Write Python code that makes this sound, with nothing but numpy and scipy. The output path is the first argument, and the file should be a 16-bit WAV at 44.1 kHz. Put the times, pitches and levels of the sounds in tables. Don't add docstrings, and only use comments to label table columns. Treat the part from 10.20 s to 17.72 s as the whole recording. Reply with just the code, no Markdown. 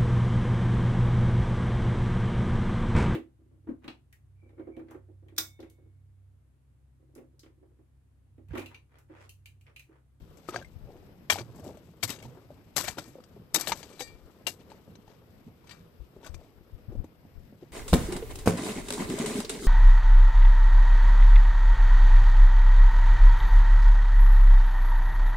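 import sys
import numpy as np
from scipy import signal
from scipy.fft import rfft, irfft
from scipy.io import wavfile

SR = 44100
rng = np.random.default_rng(int(sys.argv[2]) if len(sys.argv) > 2 else 0)


def log_audio(samples):
    frames = np.atleast_2d(samples).T
    limited = np.clip(frames, -1, 1)
    pcm = np.round(limited * 32767).astype(np.int16)
    wavfile.write(sys.argv[1], SR, pcm)


N = 331632

# (f/Hz, relative density level/dB)
CRUNCH_SPECTRUM = [(88, -32), (150, 2), (453, 3), (901, -3.5), (1090, -14.5), (1930, -7), (2830, -4),
                   (3110, -4), (3690, -4), (5950, -7.5), (7340, -10), (7920, -4), (8880, -20),
                   (11600, -11.5), (14300, -12.5)]
# (f/Hz, relative level/dB, t60/s when hanging free)
BLADE_MODES = [(1845, -11, .4), (2335, -3, .3), (2786, -13, .15), (3290, -15, .15), (3736, -8, .2),
               (4097, -12, .2), (4253, -9, .2), (4705, -3, .2), (4850, -13, .15), (5460, -10, .12),
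               (5636, -7, .1), (5904, -10, .1), (6212, -6, .12), (6428, -6, .13), (6900, -8, .1),
               (7542, -9, .15), (8060, -4, .2), (10650, -17, .15), (11510, -14, .15)]


def from_db(db):
    return 10 ** (np.asarray(db) / 20)


def rms_one(x):
    return x / np.sqrt(np.mean(x ** 2) + 1e-20)


def in_time(rows):
    s, *columns = np.transpose(rows)
    return [np.interp(np.arange(N) / SR, s, column) for column in columns]


def at_hz(points, hz):
    point_hz, values = np.transpose(points)
    return np.interp(np.log(hz), np.log(point_hz), values)


def colour(x, points, sign=1):
    size = 4096
    hz = np.maximum(np.arange(size // 2 + 1) * SR / size, 1)
    log_gain = sign * at_hz(points, hz) * np.log(10) / 20
    cepstrum = irfft(log_gain)
    cepstrum[1:size // 2] *= 2
    cepstrum[size // 2 + 1:] = 0
    impulse_response = irfft(np.exp(rfft(cepstrum)))
    return signal.fftconvolve(x, impulse_response)[:N]


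def band(x, low_hz, high_hz):
    edges_hz = [low_hz, min(high_hz, .45 * SR)]
    return signal.sosfilt(signal.butter(2, edges_hz, "band", fs=SR, output="sos"), x)


def drift(rate_hz):
    r = np.exp(-2 * np.pi * rate_hz / SR)
    noise = rng.standard_normal(N + SR)
    return rms_one(signal.lfilter([1], [1, -2 * r, r * r], noise)[SR:])


def grains(per_s, spread_db):
    sizes = from_db(spread_db * np.minimum(rng.exponential(1, N), 4)) * rng.choice([-1, 1], N)
    return rms_one(sizes * (rng.random(N) < per_s / SR))


def ring(force, hz, t60):
    r, w = from_db(-60 / (t60 * SR)), 2 * np.pi * hz / SR
    return signal.lfilter([0, np.sin(w)], [1, -2 * r * np.cos(w), r * r], force + 1e-18)


def swells(rows):
    t, out = np.arange(0, N, 16) / SR, -200
    for s, rise, fall, *level_db in rows:
        below = np.where(t < s, (s - t) / rise, (t - s) / fall)
        out = np.maximum(out, np.array(level_db)[:, None] - 30 * below)
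    return np.array([from_db(np.interp(np.arange(N) / SR, t, v)) for v in out])


def two_ports(mid, side, alike):
    return np.sqrt(1 + alike) * mid + np.sqrt(1 - alike) * side * [[1], [-1]]


def air():
    # (f/Hz, relative density level/dB)
    spectrum = [(15, -33.5), (25, -10.5), (87, -2.5), (179, -1.5), (503, -8.5), (770, -16.5), (1380, -19),
                (3060, -24.5), (4440, -30), (4940, -26), (7170, -43), (7970, -39), (8860, -42.5),
                (13200, -28), (14300, -27.5)]
    # (f/Hz, left minus right level/dB)
    balance = [(60, -5), (110, -7), (200, 4), (370, -4), (690, 4.5), (1270, 2), (2330, 6.5), (4290, 5),
               (7900, 1.5), (14500, 11)]
    # (f/Hz, left-right correlation [-1 to 1])
    likeness = [(60, 0.56), (130, 1), (290, 0.6), (630, 0.28), (1380, -0.02), (3030, -0.057),
                (6630, -0.095), (14500, 0.75)]
    # (f/Hz, spread of level/dB)
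    unsteadiness = [(100, 3), (700, 3), (3000, 1.5), (9000, .7)]
    murmur_db = -59.5
    out, edges = 0, 22 * 2 ** np.arange(0, 9.6, .5)
    white = rng.standard_normal((2, 2, N))
    flicker = [drift(10), drift(8), drift(4.7)]
    for k, (low, high) in enumerate(zip(edges, edges[1:])):
        mid, side = band(white[k % 2], low, high)
        hz = np.sqrt(low * high)
        lean = at_hz(balance, hz) / 2
        gain = from_db(at_hz(unsteadiness, hz) * flicker[k % 3] + [[lean], [-lean]])
        out = out + gain * two_ports(mid, side, at_hz(likeness, hz))
    return from_db(murmur_db) * rms_one(np.array([colour(port, spectrum) for port in out]))


def ground_rumble():
    rumbles = [(0, .1, 0.3, -42.5), (.4, .4, 0.56, -46), (.67, 0.057, 0.13, -41.5), (.9, 0.24, 0.42, -48),
               (1.13, 0.11, .12, -38.5), (1.45, 0.54, 0.32, -36), (1.7, 0.99, .3, -45.5),
               (1.9, .2, 0.22, -40.5), (2.08, 0.27, .25, -42), (2.32, 0.12, 0.16, -43),
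               (2.47, 0.025, 0.13, -44.5), (2.57, 0.04, 0.2, -33.5), (2.7, .2, .08, -39.5),
               (2.81, 0.2, 0.048, -39.5), (2.89, 0.095, 0.15, -43.5), (3.2, 0.19, 0.2, -41.5),
               (3.52, .2, .25, -40.5), (4.25, 0.12, 0.76, -46.5), (4.71, .15, 0.35, -47.5),
               (5.12, 0.53, 0.13, -51), (5.28, 0.036, 0.16, -42.5), (5.61, 0.34, 0.29, -48.5),
               (5.97, 0.045, .17, -47), (6.7, 0.019, 0.033, -31.5), (6.85, .3, .07, -42),
               (7.06, .15, 0.1, -49), (7.33, .4, .6, -48)]
    calm_db, trim_db, alike = -59, -9.5, .98
    level = swells(rumbles)[0] + from_db(calm_db)
    mid, side = band(rng.standard_normal((2, N)), 66, 190) * from_db(.78 * drift(3.3))
    return level * from_db(trim_db) * rms_one(two_ports(mid, side, alike))


def wind_puffs():
    gusts = [(0, .1, 0.082, -44), (.12, .07, 0.11, -55), (.67, 0.4, 0.23, -46), (2.7, 0.11, 0.062, -48),
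             (3.52, 0.063, .15, -55), (3.98, 0.27, .25, -55.5), (5.82, 0.064, 0.047, -39.5),
             (6.12, 0.063, .12, -38), (6.38, .1, 0.19, -53.5), (6.55, 0.067, .12, -49.5),
             (6.71, .08, 0.23, -45), (6.81, .15, 0.048, -31.5), (7.18, 0.11, 0.11, -44.5)]
    calm_db, trim_db = -67, 3
    level = swells(gusts)[0] + from_db(calm_db)
    buffeting = band(rng.standard_normal(N), 22, 85) * from_db(4 * drift(12))
    return level * from_db(trim_db) * rms_one(buffeting)


def thumps():
    # (t/s, level/dB before the lean, f/Hz, t60/s, left minus right level/dB)
    pushes = [(0.352, -38, 116, 0.14, 0), (0.558, -30.5, 86, 0.069, 32), (0.967, -50, 180, 0.2, 2),
              (1.119, -35.5, 93, 0.26, -3), (1.207, -34, 117, 0.22, -5.5), (1.278, -47, 119, 0.48, -25),
              (1.835, -31.5, 110, 0.2, -5), (2.045, -41, 125, 0.4, -8), (2.569, -39, 96.9, 0.16, -4.0),
              (2.677, -38, 90.5, 0.11, -8), (2.774, -50, 183, 0.059, -7), (3.337, -41.5, 147, 0.17, -3),
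              (3.482, -40, 183, 0.064, 1.0), (4.679, -41, 184.6, 0.14, -2), (4.879, -39.5, 80, 0.038, -1),
              (5.266, -37, 206, 0.073, -2), (5.797, -32.5, 58.7, 0.13, 17.5), (5.955, -55, 159, 0.18, -0.5),
              (6.095, -29.5, 67.5, 0.085, 28), (6.523, -43.5, 96, 0.14, 6),
              (6.681, -30.5, 104.4, 0.14, 30.5), (7.164, -49.5, 48.4, 0.08, 14)]
    out = np.zeros((2, N))
    for s, peak_db, hz, t60, pan_db in pushes:
        start = int(s * SR)
        t = np.arange(min(SR // 4, N - start)) / SR
        onset = np.minimum(t * hz * 2, 1)
        push = from_db(peak_db - 60 * t / t60) * np.sin(2 * np.pi * hz * t) * onset
        lean = np.tanh(pan_db * np.log(10) / 40)
        out[:, start:start + len(t)] += push * [[1 + lean], [1 - lean]]
    return out


def soil():
    # (t/s, sliding earth level/dB, fine grit relative level/dB)
    motion = [(0, -64, -67.5), (.3, -61.5, -64.5), (.95, -72.5, -73), (1.15, -58.5, -67),
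              (1.35, -54.5, -62), (1.75, -63, -66.5), (2.02, -52.5, -62), (2.36, -62, -70),
              (2.74, -73, -67), (2.9, -62.5, -65), (3.3, -65.5, -71.5), (3.52, -51.5, -51.5),
              (3.8, -59, -56), (4.05, -56, -67), (4.55, -61, -68), (5.4, -68, -71.5), (6.2, -60.5, -70),
              (6.9, -66.5, -73.5), (7.52, -68, -71)]
    # (f/Hz, relative density level/dB)
    earth_spectrum = [(120, -24.5), (250, 0), (450, 3), (800, -8.5), (1300, -9.5), (2500, -28),
                      (15000, -50.5)]
    earth_db, grit_db = in_time(motion)
    earth = colour(grains(1500, spread_db=2), earth_spectrum) * from_db(3.5 * drift(25))
    grit = band(colour(grains(7000, spread_db=3), CRUNCH_SPECTRUM), 1600, 16000) * from_db(2.5 * drift(40))
    return from_db(earth_db) * rms_one(earth) + from_db(grit_db - 2.5) * rms_one(grit)


def free_blade():
    # (t/s, relative level/dB, tilt/dB per octave about 4 kHz)
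    knocks = [(.18, -68, 5), (2.691, -47, 7), (2.792, -54, 6.5), (2.83, -66, -4), (2.859, -55.5, -3),
              (2.885, -72, 18), (3.41, -39.5, 2), (3.63, -61, -2), (3.699, -58, 4), (3.732, -59, 2),
              (3.8, -43, 2.5), (3.82, -41, 3), (3.875, -51.5, -12), (5.512, -57, -6)]
    s, knock_db, tilt_db = np.transpose(knocks)
    at, out = np.round(s * SR).astype(int), np.zeros(N)
    where_db = rng.normal(0, 2.5, (len(at), len(BLADE_MODES)))
    for k, (hz, level_db, t60) in enumerate(BLADE_MODES):
        clicks = np.zeros(N)
        clicks[at] = from_db(knock_db + level_db + tilt_db * np.log2(hz / 4000) + where_db[:, k])
        out += ring(clicks, hz, t60)
    return out


def buried_blade(jolt):
    t60_s, ring_db = .045, -25.5
    tilt_db = 1.5
    out = np.zeros(N)
    for hz, level_db, _ in BLADE_MODES:
        mode_db = ring_db + level_db + tilt_db * np.log2(hz / 4000) + 4 * drift(25)
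        out += ring(jolt * from_db(mode_db), hz, t60_s)
    return out


def drags():
    # (peak t/s, rise/s, fall/s, then relative level/dB of gravel, sand, crumbling clods);
    # rise and fall span 30 dB
    scrapes = [(.29, 0.013, 0.041, -42.5, -40.5, -39), (.364, 0.14, 0.096, -42.5, -64, -37.5),
               (.7, 0.17, 0.49, -67, -83, -48.5), (1.102, 0.0044, 0.062, -27, -24, -48),
               (1.128, 0.025, 0.097, -35.5, -32.5, -40), (1.19, 0.09, .05, -38.5, -60, -35.5),
               (1.38, .05, .2, -65, -61, -45), (1.476, .12, 0.11, -58, -55, -37),
               (1.834, 0.0074, 0.033, -30.5, -17.5, -27.5), (1.9, 0.042, 0.074, -35.5, -31, -45),
               (2.032, 0.062, 0.14, -57, -57, -47), (2.566, 0.0071, 0.12, -27.5, -21, -35.5),
               (2.68, 0.032, .08, -33.5, -34, -43), (2.786, 0.026, 0.047, -38, -40.5, -35),
               (2.82, 0.018, 0.24, -56, -54, -49.5), (3.349, 0.0095, 0.049, -26.5, -24, -32),
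               (3.37, .03, 0.048, -50, -45, -28), (3.39, 0.04, 0.23, -39.5, -38, -40),
               (3.485, 0.034, 0.062, -43, -26.5, -36), (3.524, 0.026, 0.028, -29, -45, -36),
               (3.56, .02, 0.17, -50.5, -45.5, -49.5), (3.808, 0.031, 0.048, -43.5, -37, -40),
               (3.87, 0.042, 0.12, -74, -58, -59), (4.269, .003, 0.075, -44, -27.5, -35),
               (4.407, 0.053, 0.057, -58.5, -69, -60), (4.505, 0.013, 0.16, -58, -70.5, -51),
               (4.91, .1, 0.14, -61, -83, -54.5), (5.52, .1, 0.15, -53, -61, -60),
               (6.04, 0.019, .12, -55.5, -63, -46), (6.068, 0.066, 0.055, -47, -60, -50),
               (6.148, .02, 0.018, -64, -53, -61), (6.25, 0.37, .1, -66.5, -69, -52.5),
               (6.734, 0.091, .12, -79, -78, -56), (6.846, 0.021, .02, -65, -67, -40.5),
               (7.42, .04, 0.12, -63, -79, -59)]
    gravel_tilt_db = 2
    gravel_level, sand_level, clod_level = swells(scrapes)
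    clumps = from_db(2 * drift(150))
    clicks = rms_one(grains(4000, spread_db=3.8) * clumps)
    dealt = rng.integers(0, 32, N)
    pieces = []
    for k, hz in enumerate(np.geomspace(260, 5800, 32)):
        piece = ring(clicks * (dealt == k), hz, 20 / hz)
        pieces.append(piece * from_db(gravel_tilt_db * np.log2(hz / 900)))
    clods, gravel = rms_one(sum(pieces[:13])), rms_one(sum(pieces[13:]))
    sand = rms_one(band(colour(grains(9000, spread_db=4), CRUNCH_SPECTRUM), 5000, 22000) * clumps)
    mix = gravel_level * gravel + sand_level * sand + from_db(-4.5) * clod_level * clods
    return from_db(1) * mix, gravel_level * clicks


def contacts():
    # (t/s, reference level/dB, clod knock level/dB rel, grit fizz level/dB rel,
    # crunch t60/s, stone f/Hz, stone level/dB rel, clod f/Hz)
    strikes = [(0.171, -50.5, 5.5, 6.5, 0.047, 2360, -9, 273),
               (.287, -32.5, 10.5, -7, 0.027, 1270, 8.5, 354), (.327, -45.5, 11, -9, 0.033, 1260, -7, 313),
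               (.343, -26.5, -3, -12, 0.0094, 1240, 3.5, 548), (.36, -20.5, -4, -9, 0.015, 1596, 0.5, 710),
               (.414, -48, 11, -21, 0.022, 1650, 6, 562), (.424, -43, -13, -21, 0.023, 1580, 5.5, 363),
               (0.446, -50, -24, -17, 0.049, 2110, 8, 269), (1.099, -11, -25.5, -20, 0.04, 3280, -11, 770),
               (1.123, -17.5, -17, 1, 0.028, 3200, -2.5, 595), (1.157, -30.5, -1, -7, 0.039, 784, 4, 710),
               (1.185, -29.5, -10, -7, 0.023, 2360, -3, 337), (1.208, -40.5, 11, -4, 0.028, 840, 3, 352),
               (1.358, -51.5, 8, 7.5, 0.089, 1180, -16.5, 318), (1.396, -47.5, 10, 5, .045, 920, -2, 268),
               (1.441, -52, -2, 9, 0.13, 895, -9, 358), (1.571, -48, 9.5, 1, .045, 751, -20, 604),
               (1.829, -17, -16, -35, 0.067, 4500, -10.5, 320),
               (1.877, -41, -25, 13.5, 0.042, 2100, 3, 221), (1.898, -34, 2.5, -16, 0.17, 3780, -3, 251),
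               (1.96, -43.5, -7, -15, 0.034, 1270, -11, 221), (1.988, -44, -1, -18, .03, 2790, -3, 221),
               (2.001, -41, -20, -22, 0.025, 1550, -16, 355), (2.025, -42, -10, 3, 0.043, 2240, -1, 221),
               (2.052, -46.5, 8, -30, 0.053, 930, 4, 234), (2.563, -21.5, -5, 7.5, 0.072, 1330, -29, 570),
               (2.579, -16.5, -32, -5, 0.018, 720, -10.5, 748), (2.64, -25, -4.5, 3, .076, 2250, -7, 600),
               (2.681, -18.5, -27, -27, 0.031, 740, -6.5, 740), (2.771, -42, 8, -16, 0.027, 885, 5, 376),
               (2.783, -23.5, -3.5, -7, 0.022, 1394, -3.5, 566),
               (2.878, -47.5, 7.5, 5, .04, 2240, -19, 253), (3.003, -50, 7, -9, 0.014, 1240, 5, 220),
               (3.038, -42, -23, -30, 0.018, 1280, -11, 234),
               (3.344, -21.5, -12, 16.5, 0.075, 3830, 0, 754),
               (3.359, -15.5, -13, 5.5, 0.032, 3746, 0, 330),
               (3.398, -33.5, -21, 13.5, .045, 1110, -9, 342), (3.41, -30, -27, 16.5, 0.036, 786, -14, 328),
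               (3.472, -20, -5.5, -35, 0.051, 1790, -18, 630), (3.493, -25, -12, -10, .04, 794, -7, 764),
               (3.519, -16.5, -38, -5, 0.035, 903, 0, 654), (3.629, -32, -16, -30, 0.032, 1810, -20, 660),
               (3.726, -47, -11, -13, .046, 2280, -21, 221), (3.783, -50, -14, -1, .029, 3360, 0, 345),
               (3.794, -38, -6, 3, 0.047, 3950, 5.5, 736), (3.806, -26, -1.5, -19, 0.046, 790, -4, 503),
               (3.82, -38, 5.5, -11, 0.021, 3850, 8.5, 503), (4.267, -20, -34, -29, 0.079, 2790, 1, 734),
               (4.501, -43.5, 2, -21, 0.021, 1010, -9, 362), (4.517, -41.5, -21, -18, 0.019, 873, 5.5, 700),
               (4.754, -39, -11, -15, 0.018, 3970, -10, 223),
               (4.878, -45.5, -27, -14, 0.016, 836, 3.5, 242),
               (5.441, -55.5, -13, -11, 0.035, 958, 5.5, 342),
               (5.471, -47.5, -12, -15, 0.069, 775, -13, 347),
               (5.493, -38.5, -19, -24, 0.042, 4040, -7, 627),
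               (5.509, -38, -32, -28, 0.074, 1870, -6.5, 651), (6.03, -50, 8, -4, 0.07, 930, 4, 400),
               (6.045, -40.5, -18, 1, 0.045, 1500, -1, 580), (6.063, -40, -1, 5, 0.051, 1495, -3, 618),
               (6.143, -36.5, -11, -12, 0.029, 2410, -7, 342), (6.843, -44, 6.5, -1, 0.014, 1010, -5, 316)]
    # (t/s, reference level/dB, clod f/Hz)
    dull_knocks = [(.689, -38, 395), (.755, -39, 353), (1.469, -29, 363), (1.499, -37, 613),
                   (2.304, -36.5, 593), (2.954, -34.5, 538), (2.984, -34, 500), (3.164, -36.5, 405),
                   (3.699, -39.5, 240), (4.402, -46, 283), (4.678, -36.5, 221), (4.786, -40, 221),
                   (5.279, -36, 221), (5.964, -34, 388), (6.188, -46, 496), (6.213, -44, 638),
                   (6.721, -33, 370), (6.752, -32, 226), (7.05, -39.5, 218), (7.325, -40.5, 244),
                   (7.425, -31, 347)]
    crack_db, rise_s, clod_t60_s = 6, .001, .05
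    stone_t60_s, stone_follows = .013, .86
    thud_gravel_db, thud_t60_s = -28.5, .052
    grit = grains(12000, spread_db=0)
    crunch = colour(grit, CRUNCH_SPECTRUM)
    clods, gravel, sand = [rms_one(band(crunch, low, high))
                           for low, high in [(220, 760), (800, 4050), (5000, 17000)]]
    out, jolt, t = np.zeros(N + SR), np.zeros(N + SR), np.arange(SR // 5) / SR
    click = 1. * (t == 0)
    mid_crack, high_crack = band(click, 800, 5000), band(click, 5000, 17000)
    onset = np.minimum(t / rise_s, 1)
    thuds = [(s, db + thud_gravel_db, -thud_gravel_db, -15, thud_t60_s, 820, -8, hz)
             for s, db, hz in dull_knocks]
    for s, peak_db, knock_db, fizz_db, t60, stone_hz, stone_db, clod_hz in strikes + thuds:
        span = slice(int(s * SR), int(s * SR) + len(t))
        clod_part, gravel_part, sand_part, grit_part = [np.resize(v[span], len(t))
                                                        for v in (clods, gravel, sand, grit)]
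        swell, dying_db = onset * from_db(peak_db - 6.5), -60 * t / t60
        crushed = gravel_part * from_db(dying_db)
        crushed += clod_part * from_db(knock_db - 6.5 + .54 * dying_db)
        crushed += sand_part * from_db(fizz_db + dying_db)
        out[span] += swell * crushed
        out[span] += from_db(peak_db + crack_db) * (mid_crack + from_db(fizz_db) * high_crack)
        stone_click = click * from_db(peak_db + stone_db)
        out[span] += onset * ring(stone_click, stone_hz, stone_t60_s + stone_follows * t60)
        clod_click = click * from_db(peak_db + knock_db - 2.5)
        out[span] += onset * ring(clod_click, clod_hz, clod_t60_s)
        jolt[span] += swell * grit_part * from_db(dying_db)
    return out[:N], jolt[:N]


def scene():
    # (f/Hz, loss level/dB)
    cover_loss = [(60, 38), (110, -6), (200, -0.5), (370, 3), (690, 3.5), (1270, 7.5), (2330, 14.5),
                  (4290, 23), (7900, 44.5), (14500, 26)]
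    scatter_db, scatter_t60_s, scrape_jolt_db = 5, .02, -7
    (crunch, blow), (scrape, rub) = contacts(), drags()
    blade = buried_blade(blow + from_db(scrape_jolt_db) * rub) + free_blade()
    digging = crunch + scrape + blade + soil()
    t = np.arange(SR // 20) / SR
    scatter = band(rng.standard_normal(len(t)) * from_db(-60 * t / scatter_t60_s), 1700, 21000)
    scatter /= np.linalg.norm(scatter)
    scattered = signal.fftconvolve(digging, scatter)[:N] * from_db(scatter_db) * drift(60)
    covered = colour(digging + scattered, cover_loss, sign=-1)
    opened = np.roll(digging, shift=2)
    ports = np.array([opened, covered]) + ground_rumble() + thumps() + air()
    ports[0] += wind_puffs()
    return ports


def record(dry):
    port_edge_hz, cutoff_hz = 14650, 17000
    ports = signal.sosfilt(signal.cheby2(8, 28, port_edge_hz, fs=SR, output="sos"), dry)
    return signal.sosfilt(signal.cheby2(10, 60, cutoff_hz, fs=SR, output="sos"), ports)


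dry = scene()
out = record(dry)
log_audio(out)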